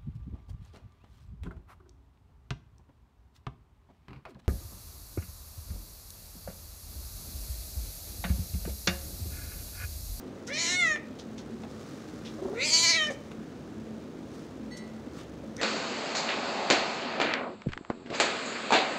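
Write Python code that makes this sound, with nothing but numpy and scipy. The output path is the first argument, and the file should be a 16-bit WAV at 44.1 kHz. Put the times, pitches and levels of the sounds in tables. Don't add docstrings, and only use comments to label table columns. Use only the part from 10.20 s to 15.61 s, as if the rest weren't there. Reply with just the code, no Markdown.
import sys
import numpy as np
from scipy import signal
from scipy.fft import rfft, irfft
from scipy.io import wavfile
from scipy.ndimage import uniform_filter1d

SR = 44100
rng = np.random.default_rng(int(sys.argv[2]) if len(sys.argv) > 2 else 0)


def dump(signal):
    limited = np.clip(np.atleast_2d(signal).T, -1, 1)
    pcm = np.round(limited * 32767).astype(np.int16)
    wavfile.write(sys.argv[1], SR, pcm)


N = 238713


def cat():
    # start t/s, end t/s, attack/s, alternating pulses from t/s, until t/s,
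    # raspy until t/s, rasp/0-1, middle resonance level/dB, nasal hum level/dB
    meows = [(0.27, 0.787, 0.033, 0.375, 0.555, 0.518, 0.35, -2.5, -41.5),
             (2.335, 2.922, 0.076, 2.41, 2.765, 2.6, 0.41, 2, -36.5),
             (5.372, 5.409, 0.034, 4.9, 4.9, 5.44, 0.8, -4, -40)]
    # t/s, f/Hz
    pitches = [
        [(0.28, 462.8), (0.318, 568), (0.426, 687.3), (0.455, 661.7), (0.52, 722), (0.592, 728.2), (0.678, 639),
         (0.765, 587)],
        [(2.37, 455.7), (2.455, 615.2), (2.5, 598), (2.53, 649.4), (2.63, 667), (2.71, 665), (2.775, 645),
         (2.83, 612.3), (2.89, 598), (2.92, 518)],
        [(5.375, 503), (5.42, 540)],
    ]
    # t/s, level/dB
    efforts = [
        [(0.275, -42.5), (0.333, -34.5), (0.417, -30), (0.585, -29), (0.601, -26), (0.667, -23), (0.741, -27),
         (0.755, -37), (0.761, -35), (0.775, -43)],
        [(2.335, -44.5), (2.423, -29), (2.527, -28.5), (2.539, -22), (2.619, -26), (2.653, -21), (2.845, -29),
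         (2.863, -35.5), (2.887, -31.5), (2.925, -54)],
        [(5.375, -39.5), (5.412, -35.5)],
    ]
    # t/s, opening/0-1, factor on the two lower resonances, upper f/Hz
    mouths = [
        [(0.285, 0.15, 0.86, 5900), (0.318, 0.3, 0.97, 5350), (0.342, 0.59, 1.02, 5350),
         (0.375, 0.53, 1.03, 5700), (0.44, 0.82, 0.95, 6000), (0.51, 0.77, 0.86, 5840), (0.58, 0.47, 1, 6800),
         (0.68, 0.17, 0.98, 5960), (0.74, 0.16, 0.91, 6000), (0.775, 0.25, 0.99, 5800)],
        [(2.375, 0.2, 1.04, 6500), (2.44, 0.5, 1.13, 6730), (2.49, 0.84, 1.01, 7000), (2.55, 0.83, 1.03, 6000),
         (2.605, 0.98, 0.956, 6650), (2.66, 0.74, 0.976, 5900), (2.71, 0.7, 0.98, 5670),
         (2.765, 0.41, 1.083, 5740), (2.81, 0.43, 0.82, 6000), (2.862, 0.46, 0.77, 5730),
         (2.885, 0.1, 0.97, 5600)],
        [(5.375, 0.33, 0.94, 5560), (5.41, 0.27, 0.92, 5900)],
    ]
    # f/Hz, level/dB
    head = [(400, -3), (1000, 0), (1400, 1), (1600, -2), (2000, 0), (2700, -1), (3200, 1), (4300, 0),
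            (5400, 1), (7300, 2), (8200, -3), (9200, -3), (10500, -10), (15000, -15)]
    out = np.zeros(N)
    for row, pitch, effort, mouth in zip(meows, pitches, efforts, mouths):
        add(out, row[0], meow(row, pitch, effort, mouth))
    return flicker(coloured(out, head))


def meow(row, pitch, effort, mouth, quaver_depth=0.0222, quaver_db=1.4):
    start, end, attack_s, uneven_from, uneven_until, rasp_until, rasp, mid_db, nose_db = row
    t = np.arange(start, end, 1 / SR)
    (hz,), (effort_db,) = follow(pitch, t), follow(effort, t)
    opening, lips, high_hz = follow(mouth, t)
    uneven, rough = register(t, opening, uneven_from, uneven_until, rasp_until, rasp)
    drive, turns = folds(t, hz * (1 + quaver_depth * quaver(t)), uneven, rough)
    voice = mouth_resonances(drive, opening, lips, high_hz, mid_db)
    voice *= gain_of(effort_db + quaver_db * quaver(t)) * np.minimum((t - start) / attack_s, 1)
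    voice += throat(drive, opening, effort_db) + nose(t, turns, opening, nose_db)
    return voice * signal.windows.tukey(len(t), 0.04)


def register(t, opening, uneven_from, uneven_until, rasp_until, rasp, shut_share=0.46, edge_s=0.032):
    # t/s, half length/s
    locks = [(0.334, 0.017), (2.455, 0.0099), (2.543, 0.024)]
    uneven = after(t, uneven_from) * (1 - after(t, uneven_until))
    start_and_stop = np.exp((t[0] - t) / edge_s) + np.exp((t - t[-1]) / edge_s)
    strain = rasp * (shut_share + (1 - shut_share) * opening) * (1 - after(t, rasp_until))
    rough = 0.054 + 0.075 * uneven + 0.47 * start_and_stop + strain
    locked = sum(bell(t, s, length) for s, length in locks)
    return np.clip([uneven, rough * (1 - 0.75 * locked)], 0, 1)


def folds(t, hz, uneven, rough, jitter=0.042, waver=0.00674, shimmer=0.076, puff=0.83, air_hz=1300):
    wavering_hz = hz * (1 + waver * np.sqrt(2 * rough) * wander(t, hz=88.5))
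    turns = np.cumsum(wavering_hz) / SR + jitter * rough * wander(t, hz=268)
    pulses = np.zeros(len(t))
    for order in np.arange(1, 45) / 2:
        weight = uneven if order % 1 else 1
        smear = np.sin(1.323 * order)
        pulses += weight * np.cos(2 * np.pi * order * turns + smear)
    pulses *= 1 + shimmer * rough * wander(t, hz=200)
    air = signal.lfilter(*signal.butter(1, air_hz, "high", fs=SR), rng.standard_normal(len(t)))
    air *= 1 + uneven * np.cos(np.pi * turns)
    return (1 - rough) * held(pulses) + puff * rough * held(air), turns


def quaver(t, start_s=2.624, rate_hz=16, cycles=2.5):
    return np.sin(2 * np.pi * np.clip((t - start_s) * rate_hz, 0, cycles))


def mouth_resonances(drive, opening, lips, high_hz, mid_db, pair_split=0.13, pair_db=-4.5):
    # opening/0-1, low f/Hz, middle f/Hz, middle level/dB, upper level/dB
    vowels = [(0, 1880, 3300, -31.5, -22), (0.4, 2080, 3500, -5, -13), (0.7, 2225, 4530, 1, 3),
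              (1, 2450, 4400, 9.5, 12.5)]
    # factor on the upper frequency, width/Hz, level/dB
    overtones = [(0.49, 490, -9.5), (1.4, 930, -16), (1.6, 1000, -19.5), (1.85, 1280, -22.5)]
    low_hz, mid_hz, mid_rise_db, high_rise_db = follow(vowels, opening)
    low = held(resonance(drive, low_hz * lips, width_hz=520))
    mid = held(resonance(drive, mid_hz * lips, width_hz=900))
    below = resonance(drive, high_hz * (1 - pair_split), width_hz=1300)
    above = resonance(drive, high_hz * (1 + pair_split), width_hz=1300)
    high = gain_of(pair_db) * held(below - above)
    for factor, width, db in overtones:
        high += gain_of(db) * held(resonance(drive, factor * high_hz, width))
    return held(low + gain_of(mid_db + mid_rise_db) * mid + gain_of(high_rise_db) * high)


def throat(drive, opening, effort_db, effort_share=0.5):
    # f/Hz, width/Hz, mouth shut level/dB, mouth wide level/dB
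    modes = [(1000, 260, -26, -11), (1470, 230, -7.5, -25)]
    out = np.zeros(len(drive))
    for hz, width, shut_db, wide_db in modes:
        db = shut_db + (wide_db - shut_db) * opening + effort_share * effort_db
        out += gain_of(db) * resonance(drive, hz, width)
    return out


def nose(t, turns, opening, level_db, wide_db=-12, onset_db=12, onset_s=0.071, attack_s=0.061):
    db = level_db + wide_db * opening + onset_db * bell(t, t[0], onset_s)
    attack = np.minimum((t - t[0]) / attack_s, 1)
    return gain_of(db) * attack * unit_rms(np.sin(2 * np.pi * turns))


def flicker(x, corner_hz=3500):
    hz, _, spectra = signal.stft(x, SR, nperseg=512, noverlap=384)
    patches = rng.standard_normal(spectra.shape) + 1j * rng.standard_normal(spectra.shape)
    for axis, size in ((0, 4), (0, 4), (1, 9), (1, 9)):
        patches = uniform_filter1d(patches, size, axis)
    depth = 0.55 * hz[:, None] ** 2 / (hz[:, None] ** 2 + corner_hz ** 2)
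    spectra *= np.exp(depth * patches / patches.std() - depth ** 2 / 2)
    return signal.istft(spectra, SR, nperseg=512, noverlap=384)[1][:N]


def trill(flap_s=0.01, flutter_turns=0.077, octave_db=-15):
    # t/s, level/dB, f/Hz
    hoots = [(2.18, -37.5, 559), (2.215, -29.5, 370), (2.246, -26, 371), (2.274, -33, 553),
             (2.296, -31.5, 386), (2.324, -30.5, 429), (2.895, -30.5, 543.4)]
    out, t = np.zeros(N), np.arange(SR // 10) / SR
    envelope = swell(t, flap_s) ** 2
    for s, db, hz in hoots:
        phase = 2 * np.pi * (hz * t + flutter_turns * wander(t, hz=243))
        hoot = np.sin(phase) + gain_of(octave_db) * np.sin(2 * phase)
        add(out, s, gain_of(db) * envelope * hoot)
    return out


def contacts_and_hum_swell():
    # t/s, level/dB, f/Hz, rise/s
    scuffs = [(0.266, -45, 5500, 0.011), (0.986, -49, 4230, 0.0095), (1.176, -51, 4150, 0.011),
              (2.048, -47, 3230, 0.014), (2.594, -32, 6400, 0.0018), (2.868, -41.5, 5830, 0.0024),
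              (2.897, -50, 5550, 0.014), (4.567, -47.5, 6520, 0.0056), (4.975, -57.5, 2500, 0.022),
              (5.366, -44, 5800, 0.0014)]
    # t/s, level/dB, f/Hz, rise/s
    taps = [(0.760, -31, 1980, 0.00058), (1.419, -49, 6050, 0.001), (1.434, -41, 680, 0.006),
            (1.434, -49.5, 2980, 0.0015), (3.116, -43.5, 1870, 0.0011), (3.116, -57, 6000, 0.00053)]
    # t/s, level/dB, f/Hz, rise/s
    lows = [(1.30, -39, 220, 0.024), (1.38, -47, 220, 0.044), (4.863, -33, 227, 0.008),
            (5.198, -45, 560, 0.0032), (5.227, -45.5, 553, 0.012)]
    # f/Hz, level/dB
    wood = [(2800, 0.5), (3600, 3.5), (4500, -2), (5400, 2.5), (6300, 3.5), (7300, -2), (9000, -4),
            (15000, -14)]
    out = bursts(scuffs, spread=0.96) + bursts(taps, spread=0.83) + bursts(lows, spread=0.19)
    return coloured(out, wood)


def bursts(rows, spread, grain_db=2.5):
    out, t = np.zeros(N), np.arange(SR // 8) / SR
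    for s, db, hz, rise_s in rows:
        grains = rng.standard_normal(len(t)) * gain_of(grain_db * wander(t, hz=400))
        burst = unit_rms(resonance(grains, hz, spread * hz))
        add(out, s, gain_of(db) * burst * swell(t, rise_s))
    return out


def metal_fitting(rise_s=0.0086):
    # t/s, level/dB
    nudges = [(4.508, -47.5), (4.568, -50.5)]
    # f/Hz, level/dB, t60/s
    modes = [(1962, 4, 0.54), (2030, -4, 0.34), (2100, -13, 0.9), (3000, -16, 0.48), (3970, -6, 0.35),
             (4424, -1, 0.55), (4380, -8, 0.27), (5400, -10, 0.23), (6440, -7, 0.26), (8500, -10, 0.34)]
    out, t = np.zeros(N), np.arange(SR // 2) / SR
    ring = sum(gain_of(db - 60 * t / t60) * np.sin(2 * np.pi * hz * t) for hz, db, t60 in modes)
    for s, db in nudges:
        add(out, s, gain_of(db) * ring * (1 - np.exp(-t / rise_s)))
    return out


def strokes_and_hiss(room_hiss_db=-61.5, grain_db=2):
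    # middle t/s, level/dB, half length/s
    strokes = [(1.676, -57.5, 0.17), (2.266, -57.5, 0.57), (4.166, -59, 0.079), (4.99, -54, 0.036)]
    # f/Hz, level/dB
    spectrum = [(300, -58), (1200, 16), (2500, 3), (4000, 5.5), (6500, 4.5), (9000, -4.5), (12000, -12.5),
                (16000, -12.5)]
    t = np.arange(N) / SR
    power = sum(gain_of(db) ** 2 * bell(t, s, length) for s, db, length in strokes)
    power += gain_of(room_hiss_db) ** 2
    return noise(spectrum) * np.sqrt(power) * gain_of(grain_db * wander(t, hz=159))


def appliance(rush_db=-44.5):
    # f/Hz, width/Hz, level/dB
    lines = [(65.6, 2.4, -62.5), (101.1, 15.5, -58.5), (219.9, 6, -49), (258.5, 10.7, -52.5),
             (309.8, 7.6, -54.5), (366.4, 17, -61)]
    # f/Hz, level/dB
    rush = [(15, -74), (25, -89), (45, -15.5), (130, -8), (161, -4), (189, -6.5), (222, -5), (473, -9),
            (728, -18), (1060, -24), (3210, -35.5), (3770, -36.5), (4430, -41), (7010, -65), (15800, -55)]
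    hum = sum(gain_of(db) * unit_rms(resonance(rng.standard_normal(N), hz, width))
              for hz, width, db in lines)
    return hum + gain_of(rush_db) * noise(rush)


def room(x, tail_db=-17.0, tail_delay_s=0.008):
    # delay/s, level/dB
    echoes = [(.0013, -30), (.0029, -22.5), (.0052, -43.5), (.0087, -28.5), (0.0129, -10.5)]
    # f/Hz, t60/s
    decay = [(200, 1), (1900, 0.34), (2450, 0.6), (3100, 0.36), (5000, 0.22), (12000, 0.078)]
    hz, t, spectra = signal.stft(rng.standard_normal(SR // 2), SR, nperseg=256)
    spectra *= gain_of(-60 * t / value_at(decay, hz)[:, None])
    tail = signal.istft(spectra, SR, nperseg=256)[1]
    response = np.zeros(SR)
    for delay, db in echoes:
        add(response, delay, gain_of([db]))
    add(response, tail_delay_s, gain_of(tail_db) * tail / np.linalg.norm(tail))
    return x + signal.fftconvolve(x, response)[:N]


def resonance(x, hz, width_hz):
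    carrier = np.exp(2j * np.pi * np.cumsum(hz * np.ones(len(x))) / SR)
    pole = np.exp(-np.pi * width_hz / SR)
    for _ in range(2):
        x = 2 * (carrier * signal.lfilter([1 - pole], [1, -pole], x / carrier + 1e-18)).real
    return x


def coloured(x, spectrum):
    return irfft(rfft(x) * gain_of(value_at(spectrum, np.fft.rfftfreq(N, 1 / SR))), N)


def noise(spectrum):
    return unit_rms(coloured(rng.standard_normal(N), spectrum))


def wander(t, hz):
    lowpass = signal.butter(2, hz, fs=SR, output="sos")
    return unit_rms(signal.sosfilt(lowpass, rng.standard_normal(len(t))))


def swell(t, rise_s):
    return t / rise_s * np.exp(1 - t / rise_s)


def bell(t, s, half_length):
    return np.exp(-((t - s) / half_length) ** 2)


def after(t, s, switch_s=0.004):
    return 0.5 + 0.5 * np.tanh((t - s) / switch_s)


def gain_of(db):
    return 10 ** (np.asarray(db) / 20)


def unit_rms(x):
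    return x / np.sqrt(np.mean(x ** 2) + 1e-20)


def held(x, size=700):
    power = uniform_filter1d(uniform_filter1d(x ** 2, size), size)
    return x / np.sqrt(abs(power) + 1e-20)


def follow(rows, at):
    axis, *columns = np.transpose(rows)
    return [np.interp(at, axis, column) for column in columns]


def value_at(points, hz):
    f, value = np.transpose(points)
    return np.interp(np.log(hz + 1), np.log(f + 1), value)


def add(mix, s, sound):
    part = mix[round(s * SR):][:len(sound)]
    part += sound[:len(part)]


def scene():
    small_sounds = contacts_and_hum_swell()
    in_room = room(cat() + trill() + small_sounds + metal_fitting())
    return (in_room + strokes_and_hiss() + appliance())[None]


def record(dry, low_cut_hz=50, band_limit_hz=15750):
    low_cut = signal.butter(4, low_cut_hz, "high", fs=SR, output="sos")
    band_limit = signal.firwin(511, band_limit_hz, window=("kaiser", 9), fs=SR)
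    return signal.oaconvolve(signal.sosfilt(low_cut, dry), band_limit[None], "same")


dry = scene()
out = record(dry)
dump(out)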